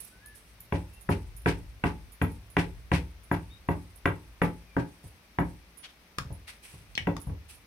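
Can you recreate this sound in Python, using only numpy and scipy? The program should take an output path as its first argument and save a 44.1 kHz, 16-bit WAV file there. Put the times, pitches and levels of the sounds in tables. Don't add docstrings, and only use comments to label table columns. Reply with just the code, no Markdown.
import sys
import numpy as np
from scipy import signal
from scipy.fft import rfft, irfft, next_fast_len
from scipy.io import wavfile
from scipy.ndimage import uniform_filter1d

SR = 44100
rng = np.random.default_rng(int(sys.argv[2]) if len(sys.argv) > 2 else 0)


def output_pcm(signal):
    pcm = np.clip(np.atleast_2d(signal).T, -1, 1) * 32767
    wavfile.write(sys.argv[1], SR, np.round(pcm).astype(np.int16))


N = 337806

# (t/s, knock/dB, weight/dB, slap/dB, slap's sharp edge/dB, bright answer of the room/dB,
#  lean of the hand/dB, jolt of the bangles/dB)
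STROKES = [(0.723, -23.5, -8, -13, -14.5, -24.5, -31, -34),
           (1.09, -21, -8.5, -6.5, -24.5, -21.5, -24, -25.5),
           (1.459, -19, -14, -1.5, -13.5, -17.5, -23, -31), (1.838, -21, -13, -1.5, -12, -24, -28.5, -35),
           (2.215, -22.5, -7.5, -5.5, -12, -38, -26, -19), (2.567, -20, -14, -2, -10, -18.5, -21.5, -45),
           (2.916, -20.5, -6.5, -7.5, -13.5, -14.5, -36, -45),
           (3.314, -23, -10.5, -3, -15, -28, -33, -22.5), (3.687, -22, -11, -5.5, -20, -35, -35, -35),
           (4.056, -20, -20, -2.5, -9, -40, -28, -28.5), (4.417, -19, -22.5, -1, -13.5, -28.5, -39, -24),
           (4.766, -21.5, -29.5, -6.5, -28, -30, -47, -47), (5.386, -21, -13, -4.5, -18.5, -48, -45, -30)]
# (t/s, knock/dB, weight relative to it/dB)
PATS = [(5.037, -51, 6.5), (6.2, -50, 12.5), (6.248, -54.5, 20.5), (6.3, -43.5, 4), (6.735, -53.5, 4.5),
        (6.803, -65, 11), (7.0, -60.5, 25), (7.07, -20.5, -22.5), (7.267, -42.5, 10), (7.295, -41, 6)]
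# (f/Hz, level per Hz/dB)
HISS_SPECTRUM = [(2000, -8), (6000, -2.5), (7200, -8.5), (7900, 3), (9100, 4), (11000, 2.5), (13000, -10),
                 (16000, -10.5)]


def amp(db):
    return 10 ** (np.asarray(db) / 20)


def unit(x):
    return x / np.sqrt(np.mean(x ** 2) + 1e-20)


def along(points, hz):
    f, v = np.transpose(points)
    return np.interp(np.log(hz + 1), np.log(f + 1), v)


def curve(rows):
    return np.interp(clock(N), *np.transpose(rows))


def clock(count):
    return np.arange(count) / SR


def add(track, s, sound):
    start = max(0, round(s * SR))
    part = sound[..., :N - start]
    track[:, start:start + part.shape[-1]] += part


def filtered(x, response):
    n = x.shape[-1]
    m = next_fast_len(n + 8192)
    spectrum = rfft(x, m) * response(np.fft.rfftfreq(m, 1 / SR))
    return irfft(spectrum, m)[..., :n]


def noise(spectrum, count):
    # (f/Hz, left-right correlation)
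    likeness = [(60, 0.9), (300, 0.96), (640, 0.61), (1400, 0.12), (4000, 0)]

    def mid_side(hz):
        turn = np.arccos(np.clip(along(likeness, hz), -1, 1)) / 2
        return amp(along(spectrum, hz)) * np.array([np.cos(turn), np.sin(turn)])

    mid, side = filtered(rng.standard_normal((2, count)), mid_side)
    return unit(np.array([mid + side, mid - side]))


def swell(t, rise, fade):
    onset = np.sin(np.pi / 2 * np.minimum(t / rise, 1)) ** 2
    return onset * amp(-60 * np.maximum(t - rise, 0) / fade)


def swells(events, rise, fade):
    t = clock(N)
    return np.sqrt(sum((amp(db) * swell(np.maximum(t - s, 0), rise, fade)) ** 2 for s, db in events))


def flutter(size):
    return unit(uniform_filter1d(rng.standard_normal(N), size))


def burst(source, envelope):
    x = source * envelope
    return x * np.linalg.norm(envelope) / np.linalg.norm(x, axis=1, keepdims=True)


def ringing(modes, t, drive_db, attack, scatter_db, port_phase):
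    hz, db, t60 = np.transpose(modes)
    level_db = db + drive_db + scatter_db * rng.standard_normal(len(hz))
    stray_phase = port_phase * np.sqrt(hz / hz[-1]) * rng.standard_normal((2, len(hz)))
    phase = np.pi * np.arange(len(hz)) + stray_phase
    decay = amp(level_db[:, None] - 60 * t / t60[:, None])
    ring = decay * np.exp(2j * np.pi * hz[:, None] * t)
    return (np.exp(1j * phase) @ ring).imag * (1 - np.exp(-t / attack))


def kitchen(x, wet_db, build):
    # (f/Hz, t60/s)
    room_decay = [(100, 0.36), (500, 0.27), (1500, 0.19), (4000, 0.2), (12000, 0.2)]
    flat_noise = noise([(100, 0), (16000, 0)], count=SR // 2)
    hz, t, z = signal.stft(flat_noise, SR, nperseg=256)
    decay = amp(-60 * t / along(room_decay, hz)[:, None])
    tail = signal.istft(z * decay, SR, nperseg=256)[1]
    tail = tail * np.minimum(clock(tail.shape[1]) / build, 1) ** 2
    answer = signal.fftconvolve(x, tail / np.linalg.norm(tail[0]), axes=1)[:, :x.shape[1]]
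    return x + amp(wet_db) * answer


def room_air():
    # (f/Hz, level per Hz/dB)
    air_spectrum = [(12, -28), (20, 3.5), (70, 0), (101, -13.5), (172, -4.5), (247, -10), (620, -14),
                    (1210, -14.5), (1560, -15), (2370, -12.5), (2960, -17.5), (5950, -21.5), (7650, -35),
                    (13700, -25.5), (15800, -33)]
    return amp(-58.0) * noise(air_spectrum, N)


def chirps():
    # (t/s, length/s, start f/Hz, end f/Hz, arch height/Hz, level/dB)
    whistles = [(.11, 0.048, 1453, 1540, 9, -60), (0.177, 0.21, 1520, 1580, 188, -53),
                (0.904, .12, 2630, 2760, 27, -61.5), (3.487, 0.078, 3470, 3870, 63, -54.5),
                (4.65, 0.13, 2500, 2240, 8, -60)]
    out = np.zeros((2, N))
    for s, length, start_hz, end_hz, arch_hz, db in whistles:
        progress = clock(int(length * SR)) / length
        arch = np.sin(np.pi * progress)
        pitch = start_hz + (end_hz - start_hz) * progress + arch_hz * arch
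        add(out, s, amp(db) * arch ** 2 * np.sin(2 * np.pi * np.cumsum(pitch) / SR))
    return kitchen(out, wet_db=-0.5, build=0.018)


def shaking():
    # (f/Hz, level per Hz/dB)
    rumble_spectrum = [(20, -38), (42, 4), (55, 9), (75, -6.5), (110, -4), (200, -31.5), (400, -35),
                       (1500, -57.5)]
    # (t/s, level/dB)
    effort = [(0.0, -67.5), (1.58, -52), (2.18, -67), (2.69, -54.5), (6.21, -78), (7.1, -52.5),
              (7.66, -63.5)]
    press = amp(curve(effort) + 4.5)
    lean_events = [(s, knock_db + lean_db) for s, knock_db, *_, lean_db, _ in STROKES]
    leans = swells(lean_events, rise=0.24, fade=0.39)
    pat_events = [(s, knock_db + weight_db - 4.5) for s, knock_db, weight_db in PATS]
    shudders = swells(pat_events, rise=0.012, fade=0.3)
    return np.linalg.norm([press, leans, shudders], axis=0) * noise(rumble_spectrum, N)


def bangles():
    # (t/s, level/dB)
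    jingles = [(0.0034, -40.5), (0.044, -47), (0.259, -47.5), (0.3532, -52), (0.603, -45), (0.934, -53.5),
               (1.0096, -47), (1.3648, -45), (2.1211, -49), (2.5015, -50.5), (3.233, -53.5),
               (3.9574, -51.5), (5.7733, -46.5), (6.3265, -50), (7.199, -51), (7.215, -47)]
    # (f/Hz, level/dB, t60/s)
    bangle_modes = [(6850, -13.5, 0.086), (7250, -20, 0.027), (9800, -28, 0.016), (9920, 3.5, 0.13),
                    (10070, -29, 0.34), (10055, 6, 0.033), (12700, -22, 0.036), (13300, -3, 0.084),
                    (12700, 0.5, 0.061), (14300, 0, .03)]
    jolt_delay_s = 0.0064
    stray_count, stray_db = 7, -55.5
    pitch_spread = 0.013
    contacts_per_s, chatter_fade_s = 600, 0.057

    out, t = np.zeros((2, N)), clock(count=SR // 7)
    jolts = [(s + jolt_delay_s, knock_db + jolt_db) for s, knock_db, *_, jolt_db in STROKES]
    strays = [(s, stray_db) for s in rng.uniform(0, N / SR, stray_count)]
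    for s, level_db in [*jingles, *jolts, *strays]:
        touches = rng.random(len(t)) < contacts_per_s / SR
        contacts = touches * rng.standard_normal(len(t)) * amp(-60 * t / chatter_fade_s)
        contacts[0] = 1.0
        sizes = 1 + pitch_spread * rng.standard_normal(2)
        pair = np.vstack([np.array(bangle_modes) * [size, 1, 1] for size in sizes])
        ring = ringing(pair, t, 0, attack=0.0005, scatter_db=1.0, port_phase=1.16)
        tick = amp(1) * noise(HISS_SPECTRUM, len(t)) * swell(t, 0.0016, 0.018)
        chatter = signal.fftconvolve(ring + tick, contacts[None], axes=1)
        chatter = unit(chatter) * amp(level_db - 14.5)
        add(out, s, kitchen(chatter, wet_db=-6.5, build=0.012))
    return out


def rubbing(catch_db):
    # (t/s, rise/s, fade/s, rasp level/dB, hollow under the palm f/Hz, hiss level/dB)
    brushes = [(0, 0.0017, 0.55, -63, 2500, -51), (0.339, 0.011, 0.7, -83, 2500, -57),
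               (5.001, 0.054, 0.41, -86, 2500, -59.5), (5.822, 0.029, 0.18, -43, 3320, -61),
               (6.467, 0.015, 0.23, -42.5, 2066, -48), (6.612, 0.04, 0.76, -53.5, 2520, -51),
               (7.47, 0.041, 0.26, -54.5, 2630, -50.5)]
    # (f/Hz, level per Hz/dB)
    rasp_spectrum = [(200, -27), (900, -5.5), (2400, 4), (4000, 1), (6000, -5), (8000, -18), (16000, -44)]
    sliding = swells([(s, -64.5) for s, *_ in STROKES], rise=0.1, fade=1.0)
    out = np.hypot(sliding, amp(-73.5)) * noise(HISS_SPECTRUM, N)
    t = clock(count=SR // 2)
    for s, rise, fade, rasp_db, hollow_hz, hiss_db in brushes:
        def hollow(hz):
            return 1 + 1.0 / (1 + ((hz - hollow_hz) / 330) ** 2)

        rasp = amp(rasp_db) * unit(filtered(noise(rasp_spectrum, len(t)), hollow))
        hiss = amp(hiss_db) * noise(HISS_SPECTRUM, len(t))
        add(out, s, swell(t, rise, fade) * (rasp + hiss))
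    return out * amp(catch_db * flutter(size=900))


def claps():
    # (t/s, crack level/dB, trapped air f/Hz, its boost/dB, its after-ring level/dB)
    hand_claps = [(6.1841, -12, 1170, 16.5, -54), (6.952, -22, 4410, 10, -38), (6.977, -9, 2340, 18, -29),
                  (7.166, -21, 940, 17.5, -46)]
    # (f/Hz, level per Hz/dB)
    skin_spectrum = [(150, 13), (700, -5.5), (1800, 1), (3500, 3.5), (6000, 0.5), (7200, -5), (9000, -4.5),
                     (15000, -18.5)]
    out, t = np.zeros((2, N)), clock(count=SR // 3)
    for s, crack_db, pocket_hz, boost_db, ring_db in hand_claps:
        def pocket(hz):
            return 1 + amp(boost_db) / (1 + ((hz / pocket_hz - 1) / 0.36) ** 4)

        contact = swell(t, 0.001, 0.015)
        crack = amp(crack_db - 8.0) * burst(filtered(noise(skin_spectrum, len(t)), pocket), contact)
        ring = amp(ring_db) * np.sin(2 * np.pi * 0.96 * pocket_hz * t) * swell(t, 0.0011, 0.092)
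        add(out, s, kitchen(crack + ring, wet_db=-5, build=0.0029))
    return out


def landing(knock_db, weight_db, slap_db, edge_db, bright_db):
    # (f/Hz, level/dB, t60/s)
    counter_modes = [(54.94, -4.5, 1), (73.12, 3, 0.54), (94.2, 5.5, 0.41), (104.1, 1.5, 0.26),
                     (134.7, -7, 0.43), (157.1, -3.5, 0.29), (171, 3.5, 0.32), (196, -25, 0.073),
                     (272.8, -4, 0.25), (291.2, -3, 0.3), (333, -16, 0.34), (354.7, -30, 0.66),
                     (410.2, -7, 0.24), (455, -8.5, 0.083), (550, -9, 0.22), (700, -7, 0.15),
                     (742.5, -10, 0.15), (837, -19, 0.15), (854.5, -14, 0.36), (920, -18.5, 0.36),
                     (962.7, -7, 0.16), (1104, -6.5, 0.057)]
    # (f/Hz, level/dB, t60/s)
    air_modes = [(916, 7.5, 0.017), (1168, -13, 0.12), (1316, -2, 0.046), (1542, 14.5, 0.013),
                 (1635, 10.5, 0.019), (1946, 8.5, 0.036), (2200, 7, 0.032), (2388, 3, 0.045),
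                 (2690, 5.5, 0.027), (3450, -7, 0.044)]
    # (f/Hz, level per Hz/dB)
    slap_spectrum = [(200, 8), (600, -38), (950, 9), (1550, -2.5), (2400, -14), (2800, -1.5), (3100, -8),
                     (5000, -31), (9000, -26), (16000, -41)]
    bright_spectrum = [(300, -27), (900, 14.5), (2500, 21.5), (3400, 12.5), (5500, 8.5), (7200, -1.5),
                       (8800, 6), (11000, -0.5), (15000, -13)]
    knock_spectrum = [(80, -4.0), (200, -0.5), (400, 1.0), (650, -9.0), (950, -5.5), (1250, -22.5), (2500, -47.0)]
    t = clock(count=SR * 3 // 4)

    weight_drive = [(60, 0.71 * weight_db), (110, 0.59 * weight_db), (165, 0.18 * weight_db), (270, 0)]
    drive_db = knock_db - 4.5 + along(weight_drive, np.transpose(counter_modes)[0])
    contact = np.interp(knock_db, [-45, -24], [0.008, 0.0025])
    ring = ringing(counter_modes, t, drive_db, contact, scatter_db=2.0, port_phase=0.77)
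    push_db = knock_db + 0.68 * weight_db + 7.5
    push = amp(push_db) * np.sin(2 * np.pi * 135 * t) * swell(t, contact, 0.061)
    knock = amp(knock_db - 3) * burst(noise(knock_spectrum, len(t)), swell(t, contact, 0.099))

    colour = [(1650, knock_db + slap_db), (2300, knock_db + edge_db + 4.5)]
    air_drive_db = along(colour, np.transpose(air_modes)[0])
    pocket = amp(-5.0) * ringing(air_modes, t, air_drive_db, attack=0.00072, scatter_db=-1.0, port_phase=1.46)
    puff = burst(noise(slap_spectrum, len(t)), swell(t, 0.0027, 0.019))
    puff = filtered(puff, lambda hz: amp(along(colour, hz) + 1.5))

    bright = amp(knock_db + bright_db + 3) * noise(bright_spectrum, len(t)) * swell(t, 0.034, 0.19)
    bright = bright * amp(1.9 * flutter(size=40)[:len(t)])
    return ring + push + kitchen(knock + pocket + puff, wet_db=-4.0, build=0.016) + bright


def kneading():
    # (knock/dB, slap relative to it/dB)
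    pat_slap = [(-50, -26), (-20, -11.5)]
    out = np.zeros((2, N))
    for s, knock_db, weight_db, slap_db, edge_db, bright_db, _, _ in STROKES:
        add(out, s, landing(knock_db, weight_db, slap_db, edge_db, bright_db))
    for s, knock_db, weight_db in PATS:
        slap_db = np.interp(knock_db, *np.transpose(pat_slap))
        add(out, s, landing(knock_db, weight_db, slap_db, edge_db=slap_db - 6, bright_db=-49))
    return out


def scene():
    background = room_air() + chirps()
    hands = shaking() + bangles() + rubbing(catch_db=2) + claps()
    return background + hands + kneading()


def record(dry):
    # (f/Hz, left minus right level/dB)
    port_difference = [(100, 0.5), (700, 0.1), (2400, 4), (4400, 4), (6200, 4.5), (7100, 1), (7800, -72),
                       (9300, -9.5), (10200, -25), (12000, -1), (13300, -6), (15500, 33)]
    ceiling, low_cut_hz, top_hz = 0.33, 46, 15850

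    def ports(hz):
        ratio = amp(along(port_difference, hz))
        balance = np.array([ratio, np.ones_like(hz)]) * np.sqrt(2 / (1 + ratio ** 2))
        low_cut = hz ** 3 / np.hypot(hz ** 3, low_cut_hz ** 3)
        return balance * low_cut * (hz < top_hz)

    rounded = dry / (1 + (dry / ceiling) ** 4) ** (1 / 4)
    return filtered(rounded, ports)


dry = scene()
out = record(dry)
output_pcm(out)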